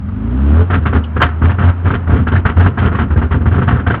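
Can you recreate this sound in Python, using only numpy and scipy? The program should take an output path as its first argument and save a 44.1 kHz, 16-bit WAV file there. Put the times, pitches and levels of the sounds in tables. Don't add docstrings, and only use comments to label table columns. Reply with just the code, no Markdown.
import sys
import numpy as np
from scipy import signal
from scipy.fft import rfft, irfft, next_fast_len
from scipy.io import wavfile
from scipy.ndimage import map_coordinates

SR = 44100
rng = np.random.default_rng(int(sys.argv[2]) if len(sys.argv) > 2 else 0)


def file_out(sig):
    cols = np.atleast_2d(sig).T
    lim = np.clip(cols, -1, 1)
    pcm = np.round(lim * 32767).astype(np.int16)
    wavfile.write(sys.argv[1], SR, pcm)


N = 176400
T = np.arange(N) / SR

# time_s, firings_per_s
ENGINE_SPEED = [(0, 32), (.1, 45.4), (.25, 55.5), (.33, 60.6), (.42, 69.4), (.51, 73), (.62, 87.5),
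                (.74, 91), (.8, 78), (1.02, 77.4), (1.42, 80.3), (1.55, 89.3), (1.7, 88), (1.84, 87),
                (1.95, 89), (2.1, 82.5), (2.29, 79.6), (2.38, 91), (2.52, 79.2), (2.65, 91.3), (2.85, 88),
                (3.05, 75.3), (3.45, 82.3), (3.65, 88.3), (3.85, 79), (4, 120)]
# start_s, crack_db, thump_db, hold_s
EXHAUST_POPS = [(0.701, -5, -11.5, 0.0048), (0.73, -5.5, -6.5, 0.016), (0.855, -4.5, -9.5, 0.01),
                (0.927, -7, -9.5, 0.0057), (0.95, -9.5, -7.5, 0.014), (1.163, -10.5, -8.5, 0.0089),
                (1.2, -7, -27.5, 0.013), (1.214, 5, -21, 0.0062), (1.229, -14.5, -9.5, 0.0065),
                (1.416, -14, -13, 0.012), (1.438, -10, -8.5, 0.013), (1.493, -9, -13, 0.016),
                (1.584, -9, -12, 0.0095), (1.61, -14, -9, 0.011), (1.622, -11.5, -12, 0.021),
                (1.675, -15, -46, 0.03), (1.853, -9, -11.5, 0.005), (1.864, -15, -12, 0.026),
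                (1.903, -7.5, -10.5, 0.0058), (1.936, -6.5, -11, 0.0077), (2.072, -17.5, -18.5, 0.0084),
                (2.094, -12.5, -8.5, 0.012), (2.115, -14.5, -10, 0.01), (2.131, -13, -3, 0.011),
                (2.16, -12, -25.5, 0.0097), (2.186, -17, -9.5, 0.0081), (2.269, -5.5, -13, 0.0046),
                (2.316, -8, -8, 0.0068), (2.331, -15.5, -18.5, 0.01), (2.351, -11.5, -10.5, 0.0034),
                (2.452, -1.5, -10, 0.0036), (2.488, -8.5, -13, 0.0071), (2.567, -13.5, -9.5, 0.012),
                (2.594, -7, -11, 0.013), (2.642, -13, -18.5, 0.006), (2.659, -5.5, -7, 0.0037),
                (2.773, -9, -12, 0.02), (2.814, -11, -9.5, 0.03), (2.85, -12, -7, 0.016),
                (2.869, -11.5, -9.5, 0.0079), (2.915, -15.5, -11, 0.02), (2.947, -8, -15, 0.0082),
                (2.986, -4.5, -9.5, 0.0069), (3.008, -10.5, -8, 0.012), (3.103, -18, -16.5, 0.015),
                (3.159, -15, -8, 0.022), (3.213, -11.5, -12, 0.019), (3.31, -8, -14, 0.0097),
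                (3.342, -12, -9, 0.0054), (3.408, -22.5, -12, 0.016), (3.455, -10.5, -9.5, 0.0091),
                (3.514, -15, -11, 0.026), (3.54, -14, -10.5, 0.023), (3.579, -12.5, -7, 0.01),
                (3.616, -9, -10.5, 0.011), (3.677, -3.5, -11, 0.0063), (3.706, -7, -6, 0.0033),
                (3.721, -11.5, -6, 0.0075), (3.751, -15, -17, 0.025), (3.792, -12.5, -19, 0.0048),
                (3.865, -5.5, -12.5, 0.0041), (3.9, -5.5, -8, 0.0069), (3.939, -8, -23, 0.005)]


def amp(db):
    return 10 ** (np.asarray(db) / 20)


def unit(x):
    return x / np.sqrt(np.mean(x ** 2) + 1e-20)


def along(points, hz):
    freqs, values = np.transpose(points)
    return np.interp(np.log(hz + 1), np.log(freqs + 1), values)


def curve(rows):
    return np.interp(T, *np.transpose(rows))


def wobble(per_s):
    return map_coordinates(rng.standard_normal(N // 8), [T * per_s], mode="wrap")


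def filtered(x, response):
    size = next_fast_len(N + SR // 2)
    return irfft(rfft(x, size) * response(np.fft.rfftfreq(size, 1 / SR)), size)[:N]


def noise(spectrum, crackle_db=0):
    white = rng.standard_normal(N) * amp(crackle_db * wobble(900))
    return unit(filtered(white, lambda hz: amp(along(spectrum, hz))))


def resonance(hz, centre_hz, width_hz):
    return 1j * hz * width_hz / (centre_hz ** 2 - hz ** 2 + 1j * hz * width_hz)


def burst(start_s, hold_s, fade_s, rise_s=0.006):
    t = T - start_s
    rise = np.clip(t / rise_s + .5, 0, 1) ** 2
    return rise * np.exp(-np.log(1000) * np.clip((t - hold_s) / fade_s, 0, 2))


def rumble():
    # pitch_hz, level_db
    spectrum = [(20, -22.5), (45, -6.5), (85, 2.5), (150, 3), (250, -1.5), (400, -16.5), (600, -15.5),
                (1300, -14.5), (2200, -28), (3100, -34), (4000, -53), (4700, -65.5)]
    speed = curve(ENGINE_SPEED)
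    return amp(-23) * speed / speed.max() * noise(spectrum)


def rattles():
    # start_s, pitch_hz, level_db
    buzzes = [(0.086, 1174, -31.5), (1.038, 2910, -33.5), (1.263, 1680, -24.5), (1.286, 1637, -28),
              (2.361, 1766, -17.5), (2.857, 2880, -32)]
    out = np.zeros(N)
    for start_s, pitch_hz, level_db in buzzes:
        buzz = filtered(rng.standard_normal(N), lambda hz: resonance(hz, pitch_hz, width_hz=500) ** 2)
        out += amp(level_db) * unit(buzz) * burst(start_s, hold_s=0.0022, fade_s=0.077)
    return out


def cabin_thumps():
    # pitch_hz, level_db, fade_s (time to fall 60 dB)
    air_notes = [(108.2, -0.5, 0.15), (134, -11, 0.27), (199, -8, 0.079), (258, -9, 0.038),
                 (313, -24.5, 0.07), (399.8, -11.5, 0.09)]
    out, t = np.zeros(N + SR), np.arange(SR // 4) / SR
    rise = 1 - np.exp(-t / 0.0021)
    for start_s, _, thump_db, _ in EXHAUST_POPS:
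        ring = np.zeros(len(t))
        for pitch_hz, level_db, fade_s in air_notes:
            fade = amp(level_db + rng.normal(0, 0.22) - 60 * t / fade_s)
            ring += fade * np.sin(2 * np.pi * pitch_hz * t + rng.uniform(0, 2 * np.pi))
        out[round(start_s * SR):][:len(t)] += amp(thump_db - 1.5) * ring * rise
    return out[:N]


def tailpipe_pings():
    pipe_hz, climb_hz_per_s, rise_s, fade_s = 1402.7, 23000, .009, .025
    out = np.zeros(N)
    roughness = 0.2 * wobble(660)
    for start_s, crack_db, _, _ in EXHAUST_POPS:
        near = (T > start_s - rise_s) & (T < start_s + 2 * fade_s)
        pitch_hz = pipe_hz * np.exp(.06 * rng.standard_normal()) + climb_hz_per_s * (T[near] - start_s)
        note = np.sin(2 * np.pi * np.cumsum(pitch_hz) / SR + roughness[near])
        shape = burst(start_s, hold_s=.005, fade_s=fade_s, rise_s=rise_s)
        out[near] += amp(crack_db - 9) * note * shape[near]
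    return out


def exhaust_pops():
    # pitch_hz, level_db
    crack_spectrum = [(150, -14), (400, -1), (550, -4.5), (800, -2), (1050, 0.5), (1400, 2), (1900, -5),
                      (2400, -17.5), (3100, -25), (3700, -41.5), (4700, -54.5)]
    # pitch_hz, level_db
    sizzle_spectrum = [(700, -7), (1250, 3.5), (1600, 7), (1950, 5), (2300, -0.5), (3150, 0), (3800, -16.5),
                       (4700, -27.5)]
    # pitch_hz, level_db
    thump_spectrum = [(30, -44.5), (55, 1.5), (85, -2.5), (115, 3.5), (160, -3.5), (260, 0), (320, -13.5),
                      (410, -12.5), (520, -17), (900, -75)]
    crack_power, thump_power = np.zeros(N), np.zeros(N)
    for start_s, crack_db, thump_db, hold_s in EXHAUST_POPS:
        bang = burst(start_s, hold_s, fade_s=0.082)
        tail = amp(-10.5) * burst(start_s, hold_s, fade_s=0.34)
        crack_power += (amp(crack_db) * (bang + tail)) ** 2
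        thump_power += (amp(thump_db) * burst(start_s, hold_s=0.019, fade_s=0.29, rise_s=0.0021)) ** 2
    force = np.sqrt(crack_power)
    smoothing = np.exp(-1 / (0.0075 * SR))
    late_force = signal.lfilter([1 - smoothing], [1, -smoothing], force)
    crack = amp(-11.5) * force * noise(crack_spectrum, crackle_db=3)
    sizzle = amp(-15.5) * late_force ** 1.45 * noise(sizzle_spectrum, crackle_db=3)
    thump = amp(-3.5) * np.sqrt(thump_power) * noise(thump_spectrum)
    return crack + sizzle + thump


def body_ring(bangs):
    # pitch_hz, width_hz, level_db
    notes = [(710.6, 14, 8), (925, 44, -5), (1160, 94, -9.5), (1323, 38, -2.5), (1410, 19, -3.5),
             (1564, 34, -4.5), (2295, 19, -3), (2730, 34, -6.5), (3560, 60, -7.5)]
    return filtered(bangs, lambda hz: 1 + sum(
        amp(level_db) * resonance(hz, pitch_hz, width_hz) for pitch_hz, width_hz, level_db in notes))


def engine_load():
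    # time_s, level_db
    throttle = [(0, -15), (.15, -12.5), (.33, -7.5), (.48, -3), (.62, 1.4), (.655, -9), (1.1, -14.5),
                (1.38, -11), (1.8, -11), (2.72, -17), (4, -15)]
    # start_s, length_s, level_db (before boost_db)
    spells = [(0.699, 0.098, -11.5), (0.821, 0.025, -13.5), (0.86, 0.012, -18.5), (0.895, 0.028, -14.5),
              (0.946, 0.054, -10.5), (1.15, 0.025, -14.5), (1.246, 0.026, -12.5), (1.425, 0.073, -8.5),
              (1.54, 0.017, -12.5), (1.583, 0.03, -13.5), (1.638, 0.073, -6), (1.842, 0.057, -10.5),
              (2.07, 0.1, -13), (2.199, 0.044, -13), (2.28, 0.012, -9), (2.322, 0.085, -9),
              (2.457, 0.006, -1.5), (2.49, 0.026, -17), (2.564, 0.13, -7.5), (2.784, 0.09, -12.5),
              (2.916, 0.017, -11.5), (2.989, 0.015, -11), (3.022, 0.037, -16), (3.104, 0.042, -11.5),
              (3.172, 0.036, -9.5), (3.227, 0.044, -13), (3.307, 0.075, -13), (3.416, 0.017, -11),
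              (3.471, 0.023, -9.5), (3.504, 0.033, -12), (3.546, 0.025, -14.5), (3.567, 0.037, -13),
              (3.637, 0.03, -17.5), (3.67, 0.023, -9), (3.696, 0.083, -16), (3.871, 0.025, -10),
              (3.941, 0.05, -15.5)]
    boost_db, switch_s = 8, 0.012
    load = amp(curve(throttle))
    for start_s, length_s, level_db in spells:
        inside_s = np.minimum(T - start_s, start_s + length_s - T)
        firing = np.clip(.5 + inside_s / switch_s, 0, 1)
        load = np.maximum(load, amp(level_db + boost_db) * firing)
    return load


def exhaust_rasp(phase, load):
    # pitch_hz, level_db
    spectrum = [(200, -19), (400, -3), (550, 2.5), (900, -1), (1400, 1), (2100, -12.5), (3100, -15),
                (3800, -25), (4700, -41)]
    puffs = unit(np.exp(0.29 * np.cos(phase)) * noise(spectrum))
    return amp(-25) * load ** 1.31 * puffs


def engine_boom(firing_hz, phase, load):
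    # pitch_hz, level_db
    cabin = [(20, -47), (38, -24), (46, -17.5), (58, -10), (73, -5.5), (87, -7), (105, -15.5), (125, -12),
             (146, -27.5), (170, -31.5), (190, -15), (220, -14), (255, -18), (290, -24), (340, -35),
             (395, -25), (470, -36.5), (550, -35.5), (900, -53.5)]
    # multiple_of_firing_rate, level_db
    emphasis = [(2, 0.5), (3, -2.5), (4, 2.5), (5, 1), (6, -7.5), (7, -1), (8, -11)]
    overtones = np.zeros(N)
    for multiple in np.arange(3, 21) / 2:
        level_db = along(cabin, multiple * firing_hz) + along(emphasis, multiple) + 3 * wobble(23)
        if multiple % 1:
            level_db -= 11.5
        drift = rng.uniform(0, 2 * np.pi) + 0.073 * wobble(35)
        overtones += amp(level_db) * np.sin(multiple * phase + drift)
    limiter_start_s, dulling_db = .65, -8.5
    limited = np.clip((T - limiter_start_s) / 0.012, 0, 1)
    low_note = amp(along(cabin, firing_hz)) * np.sin(phase)
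    return np.sqrt(2) * load * (low_note + amp(dulling_db * limited) * overtones)


def scene():
    firing_hz, load = curve(ENGINE_SPEED), engine_load()
    phase = 2 * np.pi * np.cumsum(firing_hz) / SR
    boom = engine_boom(firing_hz, phase, load)
    outside = exhaust_rasp(phase, load) + rumble() + body_ring(exhaust_pops())
    thumps = cabin_thumps()
    outside += tailpipe_pings()
    through_body = amp(-2.5) * outside
    return (boom + thumps + through_body + rattles())[None]


def record(dry):
    low_hz, high_hz, overload_level = 35.7, 4770, 1.13
    thin = filtered(dry[0], lambda hz: 1 / np.sqrt(1 + (low_hz / (hz + 1)) ** 8))
    squeezed = thin / (1 + np.abs(thin / overload_level) ** 6) ** (1 / 6)
    narrow = filtered(squeezed, lambda hz: 1 / np.sqrt(1 + (hz / high_hz) ** 50))
    hiss = amp(-74) * noise([(5000, 3.5), (8000, -11.5), (14000, -26.5)])
    clipped = np.clip(narrow + hiss, -.98, .98)
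    return filtered(clipped, lambda hz: hz < 15800)[None]


dry = scene()
out = record(dry)
file_out(out)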